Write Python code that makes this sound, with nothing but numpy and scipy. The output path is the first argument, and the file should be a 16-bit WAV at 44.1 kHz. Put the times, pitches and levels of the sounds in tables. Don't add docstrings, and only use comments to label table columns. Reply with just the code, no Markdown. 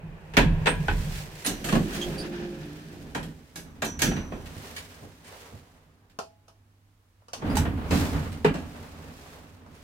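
import sys
import numpy as np
from scipy import signal
from scipy.fft import rfft, irfft, next_fast_len
from scipy.io import wavfile
from scipy.ndimage import map_coordinates

SR = 44100
rng = np.random.default_rng(int(sys.argv[2]) if len(sys.argv) > 2 else 0)


def file_out(sig):
    cols = np.atleast_2d(sig).T
    lim = np.clip(cols, -1, 1)
    pcm = np.round(lim * 32767).astype(np.int16)
    wavfile.write(sys.argv[1], SR, pcm)


N = 433503


# t/s, clatter level/dB, boom level/dB, knock level/dB, edge level/dB, T60/s
DOOR_IMPACTS = [(0.336, -32.5, -36, -41, -46.5, 0.24), (0.3679, -7, -16, -12, -21, 0.1975),
                (0.6576, -18.5, -38, -35.5, -36.5, 0.24), (0.6678, -10, -35, -25, -29, .14),
                (0.8819, -20.5, -21, -28, -40.5, 0.18)]
# f/Hz, level/dB
LOCK_SPECTRUM = [(700, -47), (1130, -19.5), (1350, -3.5), (1560, -2), (1790, 0), (2100, -6), (2560, 0),
                 (2850, -5.5), (3400, -6), (4200, -13.5), (6000, -28), (12000, -68)]
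JAMB_SPECTRUM = [(270, -30.5), (440, 4), (560, -5), (760, -5), (970, -2.5), (1150, -13), (1600, -30),
                 (3000, -72)]

def door_slam():
    out = np.zeros((2, N))
    for s, db, boom_db, knock_db, edge_db, t60 in DOOR_IMPACTS:
        add(out, s, impact(db, boom_db, knock_db, db - 5.5, edge_db, t60,
                           LOCK_SPECTRUM, JAMB_SPECTRUM, direct=0.6, uneven_db=1))
    return out


# f/Hz, level/dB
BOOM_SPECTRUM = [(15, -19.5), (28, 3), (36, 11.5), (48, 1), (65, -2), (95, -1.5), (130, -20.5), (300, -74)]
KNOCK_SPECTRUM = [(60, -52.5), (120, -4), (160, 5.5), (290, 0.5), (400, -7.5), (560, -17.5), (1200, -70.5)]
EDGE_SPECTRUM = [(2000, -40.5), (4000, 2.5), (5200, 0), (6500, 1.5), (9000, -2), (11000, -8.5),
                 (13000, -3.5), (16000, -17.5)]
# f/Hz, level/dB, T60/s
FRAME_MODES = [(430.5, 0, 0.35), (979.18, -3.5, .4), (1500, 0, 0.22), (1648.7, 0.5, 0.45), (1890, 1, 0.18),
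               (2540, -4, 0.2)]

def impact(clatter_db, boom_db, knock_db, clack_db, edge_db, t60, fittings, frame, direct, uneven_db):
    t = np.arange(SR) / SR
    crack = 1 + direct * np.exp(-t / 0.003)
    tilt_db = np.clip(0.33 * (edge_db - clatter_db + 2.5), -8, 4)
    boom = amp(boom_db + 3) * fade(t, rise=0.034, t60=0.61) * noise(BOOM_SPECTRUM, size=SR)
    knock = amp(knock_db + 0.5) * fade(t, rise=0.016, t60=0.32) * dense_modes(KNOCK_SPECTRUM, uneven_db)
    clack = amp(clack_db - 3.5) * fade(t, 0.0028, 1.2 * t60) * dense_modes(frame, uneven_db)
    shiver = fade(t, 0.0012, t60) + amp(-20) * fade(t, 0.01, 0.54)
    clatter = amp(clatter_db - 10) * crack * shiver * dense_modes(fittings, uneven_db, tilt_db)
    edge = amp(edge_db - 7) * crack * fade(t, 0.00089, t60) * dense_modes(EDGE_SPECTRUM, uneven_db, tilt_db)
    return boom + knock + clack + clatter + edge + amp(clatter_db - 21.5) * ring(FRAME_MODES, t)


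# peak t/s, level/dB
DOOR_SWINGS = [(0.05, -39.5), (0.46, -24.5), (0.78, -29.5), (1.0, -30)]
# f/Hz, level/dB
DRONE_SPECTRUM = [(50, -35), (85, -9), (125, -11), (156, 1), (185, -12), (240, -20.5), (500, -71.5)]
SHAFT_SPECTRUM = [(200, -26), (300, 5), (450, 5.5), (750, -1.5), (970, -1.5), (1250, -10), (1800, -6),
                  (2150, -11), (2480, -7.5), (3400, -20), (6000, -37), (16000, -50.5)]

def door_sway():
    swing = np.sqrt(sum((amp(db) * swell(s, rise_s=0.12, fall_s=0.39)) ** 2 for s, db in DOOR_SWINGS))
    panel = amp(-5) * noise(BOOM_SPECTRUM) + amp(-1) * noise(DRONE_SPECTRUM)
    slam_s = max(DOOR_IMPACTS, key=lambda row: row[1])[0]
    echo = amp(-42) * swell(slam_s, rise_s=0.05, fall_s=1.9)
    shaft = np.where(np.arange(N) / SR < slam_s, amp(-53), echo)
    return swing * panel + shaft * noise(SHAFT_SPECTRUM)


# t/s, clatter level/dB, knock level/dB, clack level/dB, edge level/dB, T60/s
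GATE_IMPACTS = [(1.447, -27, -34.5, -38, -33, 0.41), (1.4621, -24, -23.5, -30, -20.5, .22),
                (1.642, -29, -27, -35, -32, 0.68), (1.686, -23, -26.5, -33, -34, 0.2),
                (1.724, -23, -13.5, -22, -31, 0.195), (1.751, -24.5, -15.5, -22.5, -32.5, 0.15),
                (3.148, -24.5, -27, -26.5, -35, 0.2232), (3.228, -38.5, -33.5, -47.5, -43, 0.2522),
                (3.557, -35.5, -38, -44.5, -34.5, 0.26693), (3.82, -20.5, -29.5, -24, -30, 0.18596),
                (3.846, -32, -31, -38.5, -29.5, 0.18986), (3.9907, -28.5, -39.5, -40, -31.5, 0.42),
                (4.018, -15, -21.5, -26.5, -16.5, .21), (4.062, -26.5, -20, -34, -41, 0.1447),
                (4.113, -30, -26.5, -33.5, -46.5, 0.215), (4.163, -31, -28, -36.5, -44, 0.25),
                (4.3196, -36, -28.5, -33.5, -61, 0.1913)]
# f/Hz, level/dB
CLATTER_SPECTRUM = [(700, -47.5), (1250, -7), (1550, -0.5), (1850, 0), (2100, -5.5), (2500, -3.5),
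                    (3300, -6), (4200, -14), (6000, -28), (12000, -68.5)]
CLACK_SPECTRUM = [(250, -42), (400, -3), (640, -1), (900, -6.5), (1200, -11.5), (1600, -20.5), (3000, -72)]

def gate_clacks():
    out = np.zeros((2, N))
    for s, db, knock_db, clack_db, edge_db, t60 in GATE_IMPACTS:
        add(out, s, impact(db, knock_db - 15, knock_db, clack_db, edge_db, t60,
                           CLATTER_SPECTRUM, CLACK_SPECTRUM, direct=0.22, uneven_db=4))
    return out


# t/s, track level/dB, link level/dB
GATE_TRAVEL = [(1.55, -38.5, -83.5), (1.9, -34.5, -48), (2.1, -32, -47.5), (2.4, -37.5, -49),
               (2.85, -47, -58.5), (3.05, -42.5, -60.5), (3.4, -50.5, -76)]
# t/s, rolling rate f/Hz, level/dB
ROLLER_SPIN = [(1.62, 149.9, -57), (2.0, 178.5, -41), (2.3, 178, -41), (2.52, 176, -41),
               (2.68, 153.2, -44.5), (3.1, 145.7, -54)]
# f/Hz, level/dB
TRACK_RESONANCES = [(155, -1), (176, -8), (200, -6.5), (228, -5.5), (297, -0.5), (350, -1), (408, -5),
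                    (540, -10.5)]
TRACK_SPECTRUM = [(22, -10.5), (55, -0.5), (95, -13.5), (160, 2), (330, -4), (480, -11), (800, -17),
                  (1500, -55)]
LINK_SPECTRUM = [(400, -28), (750, -1.5), (1200, -5), (1700, 2), (2100, -8), (2450, -2.5), (3500, -8.5),
                 (6000, -15.5), (12000, -50)]

def gate_rolling():
    track, links = gains(GATE_TRAVEL)
    s, hz, db = np.transpose(ROLLER_SPIN)
    t = np.arange(N) / SR
    rate, hum = np.interp(t, s, hz), np.zeros(N)
    for mode_hz, mode_db in TRACK_RESONANCES:
        detuning = np.sin(np.pi * mode_hz / rate) ** 2
        phase = 2 * np.pi * mode_hz * t
        band = wobble(16) * np.cos(phase) + wobble(16) * np.sin(phase)
        hum += amp(mode_db - 7.5 * detuning) * band
    rolling = gains(np.c_[s, db])[0] * hum + amp(-3) * track * noise(TRACK_SPECTRUM)
    bumps = amp(1.468 * wobble(35))
    return bumps * rolling + amp(2.2 * wobble(27.4)) * links * noise(LINK_SPECTRUM)


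# t/s, level/dB, T60 ratio (lower when it is held)
CATCH_STRIKES = [(1.464, -42, .7), (3.557, -55, .7), (3.85, -39.5, 1), (4.018, -34.5, 1)]
# f/Hz, level/dB, T60/s
CATCH_MODES = [(3370, -4, .22), (5752, -1, .2), (5862, -4, .62), (5918, 0, .7), (6062, -4, .7),
               (6325, 1, .28), (6470, -6, .2), (6735, -1, .23), (7375, -9, .3)]

def spring_catch():
    out, t = np.zeros((2, N)), np.arange(SR) / SR
    for s, db, t60_ratio in CATCH_STRIKES:
        for hz, mode_db, t60 in CATCH_MODES:
            flutter = 1 + 0.3 * wobble(50, size=SR) + 0.45 * wobble(400, size=SR)
            phase = 2 * np.pi * (hz * t + rng.random()) + rng.normal(0, 0.6, (2, 1))
            envelope = amp(db + mode_db) * flutter * fade(t, 0.011, t60 * t60_ratio)
            add(out, s, envelope * np.sin(phase), pan_db=-3.5)
    return out


# t/s, duration/s, start f/Hz, end f/Hz, peak level/dB
PIVOT_SQUEAKS = [(0.664, 0.075, 8100, 8900, -27.5), (1.444, 0.055, 9600, 9480, -26.5),
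                 (2.012, 0.036, 3230, 3270, -25), (2.18, 0.045, 4690, 4620, -32),
                 (2.198, .04, 4900, 5100, -37), (7.497, .028, 4800, 5100, -41)]

def pivot_squeaks():
    out, t = np.zeros((2, N)), np.arange(SR // 3) / SR
    for s, length, start_hz, end_hz, db in PIVOT_SQUEAKS:
        progress = np.clip(t / length, 0, 1)
        slip_hz = 650 * rng.standard_normal(len(t))
        phase = 2 * np.pi * np.cumsum(start_hz + (end_hz - start_hz) * progress + slip_hz) / SR
        envelope = np.sqrt(np.minimum(8 * progress, 1 - progress))
        tone = envelope * (np.sin(phase) + amp(-9) * np.sin(2 * phase))
        cabin = rng.standard_normal((2, len(t))) * amp(-60 * t / 0.14)
        echo = signal.fftconvolve(tone[None], cabin / np.linalg.norm(cabin[0]), axes=1)
        chirp = tone + echo[:, :len(t)]
        add(out, s, amp(db) * chirp / np.abs(chirp).max(), pan_db=-2.5)
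    return out


# t/s, clatter level/dB, knock level/dB, edge level/dB, T60/s
HOIST_IMPACTS = [(7.419, -39.5, -25.5, -56, 0.37), (7.5537, -31, -39, -32.5, .16),
                 (7.5684, -23, -35.5, -23, .19), (7.652, -28.5, -26, -52, 0.22),
                 (7.9072, -25.5, -19.5, -32.5, 0.37), (8.4455, -17, -16, -34, 0.19),
                 (8.54, -34, -27, -43.5, 0.34)]

def hoist_bangs():
    out = np.zeros((2, N))
    for s, db, knock_db, edge_db, t60 in HOIST_IMPACTS:
        clack_db = (db + knock_db) / 2 - 3
        add(out, s, impact(db, knock_db - 22.5, knock_db, clack_db, edge_db, t60,
                           CLATTER_SPECTRUM, CLACK_SPECTRUM, direct=0.33, uneven_db=3.5))
    return out


# t/s, level/dB
BOLT_STRIKES = [(0.883, -17), (0.911, -25.5)]
BRAKE_STRIKES = [(7.569, -21)]
CAM_STRIKES = [(8.448, -17)]
# f/Hz, level/dB, T60/s
BOLT_MODES = [(830, -0.5, 0.052), (1040, -5, 0.04624), (1493.5, -0.5, 0.082)]
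BRAKE_MODES = [(844.52, 0, 0.098), (906.83, -1, 0.089)]
CAM_MODES = [(421, 7, 0.153), (465, 2, 0.11), (914, -3.5, 0.15), (1870, -7.5, .08)]

def ironwork():
    out, t = np.zeros((2, N)), np.arange(SR // 2) / SR
    parts = [(BOLT_STRIKES, BOLT_MODES), (BRAKE_STRIKES, BRAKE_MODES), (CAM_STRIKES, CAM_MODES)]
    for strikes, modes in parts:
        for s, db in strikes:
            add(out, s, amp(db) * ring(modes, t))
    return out


# peak t/s, rumble level/dB, rattle level/dB, 20 dB rise/s, 20 dB fall/s
CABIN_JOLTS = [(3.28, -47.5, -61.5, 2, 0.5), (3.66, -47.5, -62, 0.0786, 2), (4.12, -38.5, -48, 0.52, 0.93),
               (5.55, -59, -66.5, 5, 1.5), (7.47, -27, -38.5, 0.065, 0.48), (7.53, -25.5, -39, 0.0853, 0.5),
               (7.79, -32, -42.5, 0.1042, 0.3718), (7.93, -21.5, -36, 0.06, 0.406),
               (8.16, -30, -38.5, 0.1946, 0.24), (8.58, -38.5, -58, 0.52, 0.5), (9.1, -45, -54, -0.2, 0.1)]
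# f/Hz, level/dB
RUMBLE_SPECTRUM = [(15, -24.5), (30, -6.5), (55, -4.5), (90, 5.5), (118, -12.5), (158, 2), (190, -10),
                   (228, -2.5), (290, -4.5), (345, -19.5), (700, -52.5)]
RATTLE_SPECTRUM = [(230, -26), (400, 4), (550, 0), (880, -3), (1200, -6), (2800, -16), (4500, -25),
                   (10000, -50.5)]

def cabin_ride():
    glide = (7.38, -47, -54.5, 0.05, 7.294)
    rumble, rattle = swells([*CABIN_JOLTS, glide])
    return rumble * noise(RUMBLE_SPECTRUM) + rattle * chatter() * noise(RATTLE_SPECTRUM)


# t/s, body level/dB, snap level/dB
BUTTON_PRESSES = [(6.188, -28, -41), (6.481, -50.5, -59)]
RELAY_CLICKS = [(7.219, -59, -81.5), (7.283, -47.5, -57.5), (7.333, -33.5, -36.5), (9.662, -48.5, -69)]
# f/Hz, level/dB
BUTTON_SPECTRUM = [(100, -38.5), (220, -1.5), (310, -17), (420, 1), (500, -5.5), (680, -0.5), (1000, -3),
                   (1350, -5.5), (2100, -28), (5000, -71.5)]
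RELAY_SPECTRUM = [(250, -20), (450, -2.5), (620, 1), (800, -3), (1000, -0.5), (1400, -7.5), (2100, -19),
                  (5000, -65.5)]
# f/Hz, level/dB, T60/s
PLATE_MODES = [(382, -7, .18), (431, -9, 0.26), (657, 1.5, 0.34), (690, -8, .4), (840, -18, .8),
               (1060, -4, 0.2), (2410, -22, 0.34)]

def switches():
    out, t = np.zeros((2, N)), np.arange(SR) / SR
    for s, db, snap_db in BUTTON_PRESSES:
        add(out, s, click(db, snap_db, BUTTON_SPECTRUM) + amp(db - 10.5) * ring(PLATE_MODES, t))
    for s, db, snap_db in RELAY_CLICKS:
        add(out, s, click(db, snap_db, RELAY_SPECTRUM))
    return out


# f/Hz, level/dB
SNAP_SPECTRUM = [(1500, -37), (2700, 3.5), (3700, -4), (4750, 2.5), (6100, 0.5), (7000, -6.5), (9500, -7.5),
                 (13000, -16), (16000, -25.5)]

def click(db, snap_db, box):
    t = np.arange(SR) / SR
    crack = 1 + 0.77 * np.exp(-t / 0.0049)
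    body = amp(db - 4.5) * fade(t, 0.001071, 0.16) * dense_modes(box, uneven_db=3)
    snap = amp(snap_db - 2.5) * fade(t, 0.00032, 0.22) * dense_modes(SNAP_SPECTRUM, uneven_db=2.5)
    return crack * (body + snap)


# t/s, level/dB
FOOTSTEPS = [(2.925, -42.5), (4.559, -43), (5.02, -39), (5.52, -40.5)]

def footsteps():
    out, t = np.zeros((2, N)), np.arange(SR // 2) / SR
    thud = [(30, -47.5), (65, -5.5), (95, 6), (200, -11), (600, -18.5), (3000, -55)]  # f/Hz, level/dB
    for s, db in FOOTSTEPS:
        add(out, s, amp(db + 7.5) * fade(t, 0.014, 0.26) * noise(thud, size=len(t)))
    return out


# peak t/s, swish level/dB, rustle level/dB, 20 dB rise/s, 20 dB fall/s
ARM_SWISHES = [(1.2, -48.5, -52, 0.7, 0.12), (1.38, -55, -61, 0.2, 1.7), (1.97, -47.5, -49, 0.22, 0.35),
               (2.74, -64, -66, 1.0, 1.9), (4.68, -54.5, -51, 0.5, 0.65), (5.34, -57.5, -50, 0.14, 0.43),
               (7.97, -44, -50, 0.09, 0.36), (8.8, -62.5, -48.5, 0.59, 0.4504),
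               (9.31, -61, -54.5, 1.3, 0.38), (9.78, -66.5, -57.5, 0.1915, -3)]
# t/s, duration/s, level/dB
SLEEVE_SCRAPES = [(1.925, 0.04967, -42.5), (4.456, 0.016, -50.5), (4.761, 0.022, -39), (5.242, .05, -54.5),
                  (6.095, 0.017, -65.5), (7.91, 0.072, -40.5), (8.317, 0.0268, -51)]
# f/Hz, level/dB
CLOTH_SPECTRUM = [(700, -13.5), (1700, 3.5), (5000, -1), (9400, -5.5), (10800, -9.5), (12700, -7),
                  (16000, -11.5)]

def sleeve():
    swish, rustle = swells(ARM_SWISHES)
    rubbing = amp(4.5 + 0.57 * wobble(25)) * swish * noise(CLOTH_SPECTRUM)
    t = np.arange(SR) / SR
    for s, length, db in SLEEVE_SCRAPES:
        stroke = np.minimum(t / 0.004, 1) * amp(-60 * np.maximum(t - length, 0) / 0.15)
        add(rubbing, s, amp(db) * stroke * dense_modes(CLOTH_SPECTRUM, uneven_db=3.5, tilt_db=-2.5))
    creases = chatter(per_s=130, decay_s=0.004, share=0.35)
    return creases * rubbing + chatter() * rustle * noise(RATTLE_SPECTRUM)


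# f/Hz, level/dB
AIR_SPECTRUM = [(15, -32.5), (30, -9), (70, -12), (100, -8), (135, -25.5), (280, -20), (380, -28.5),
                (1070, -32), (7000, -44), (16000, -47.5)]

def building_air():
    hum = amp(-61.5) * np.sin(2 * np.pi * 100 * np.arange(N) / SR + 0.15 * wobble(2.4))
    return amp(-65.5) * noise(AIR_SPECTRUM) + hum


def ring(modes, t):
    return sum(amp(db + rng.normal(0, 0.51)) * fade(t, 0.0011, t60)
               * np.sin(2 * np.pi * (hz * t + rng.random((2, 1)))) for hz, db, t60 in modes)


def dense_modes(spectrum, uneven_db, tilt_db=0):
    hz = np.arange(SR // 2 + 1)
    place = 36 * np.log(1 + hz / 900)
    peaks_db = uneven_db * map_coordinates(rng.standard_normal(120), [place]) * hz / (hz + 300)
    gain = amp(peaks_db + tilt_db * np.log2(1 + hz / 2000))
    return coloured(irfft(rfft(rng.standard_normal((2, SR))) * gain, SR), spectrum)


# f/Hz, side minus mid level/dB
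STEREO_WIDTH = [(30, -22), (120, -17), (250, -11), (500, -8.5), (1000, 0), (16000, 0.5)]

def coloured(drive, spectrum):
    n = drive.shape[1]
    size = next_fast_len(n + 8192)
    hz = np.fft.rfftfreq(size, 1 / SR)
    shaped = rfft(drive, size) * amp(along(spectrum, hz))
    mid = irfft(shaped[0], size)[:n]
    side = irfft(shaped[1] * amp(along(STEREO_WIDTH, hz)), size)[:n]
    return np.array([mid + side, mid - side]) / mid.std()


def noise(spectrum, size=N):
    return coloured(rng.standard_normal((2, size)), spectrum)


def chatter(per_s=35, decay_s=0.031, share=0.7):
    knocks = (rng.random(N) < per_s / SR) * rng.uniform(0.5, 2, N)
    power = signal.lfilter([1], [1, -np.exp(-1 / (decay_s * SR))], knocks)
    return np.sqrt(1 - share + share * power / power.mean())


def fade(t, rise, t60):
    return (1 - np.exp(-t / rise)) * amp(-60 * t / t60)


def swell(peak_s, rise_s, fall_s):
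    t = np.arange(N) / SR - peak_s
    away = np.minimum(np.maximum(-t / rise_s, t / fall_s), 10)
    return amp(-20 * (np.hypot(away, 0.08) - 0.08))


def swells(rows):
    return np.sqrt(sum((amp([[a_db], [b_db]]) * swell(s, rise, fall)) ** 2
                       for s, a_db, b_db, rise, fall in rows))


def gains(rows):
    s, *levels = np.transpose(rows)
    t = np.arange(N) / SR
    inside = np.interp(t, [s[0] - 0.05, s[0], s[-1], s[-1] + 0.1], [0, 1, 1, 0])
    return [inside * amp(np.interp(t, s, db)) for db in levels]


def wobble(rate, size=N):
    knots = rng.standard_normal(int(size * rate / SR) + 4)
    return map_coordinates(knots, [np.arange(size) * rate / SR])


def along(points, hz):
    f, db = np.transpose(points)
    return np.interp(np.log(hz + 1), np.log(f + 1), db)


def amp(db):
    return 10 ** (np.asarray(db) / 20)


def add(track, s, sound, pan_db=0):
    part = track[:, max(round(s * SR), 0):][:, :sound.shape[1]]
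    part += sound[:, :part.shape[1]] * amp([[pan_db / 2], [-pan_db / 2]])


def scene():
    impacts = door_slam() + gate_clacks() + hoist_bangs()
    small_sounds = spring_catch() + pivot_squeaks() + switches() + ironwork() + footsteps()
    return impacts + small_sounds + door_sway() + gate_rolling() + sleeve() + cabin_ride() + building_air()


# f/Hz, left minus right level/dB
BALANCE = [(60, -2.5), (500, -2), (900, -1), (1600, 1), (2800, -2.5), (6000, 0), (7800, -7), (9300, -15),
           (11000, -7), (13000, -5), (16000, -6.5)]

def record(dry):
    size = next_fast_len(N + 8192)
    hz = np.fft.rfftfreq(size, 1 / SR)
    balance = amp(np.outer([0.5, -0.5], along(BALANCE, hz)))
    balance /= np.sqrt(np.mean(balance ** 2, axis=0))
    return irfft(rfft(dry, size) * balance * (hz < 15950), size)[:, :N]


dry = scene()
out = record(dry)
file_out(out)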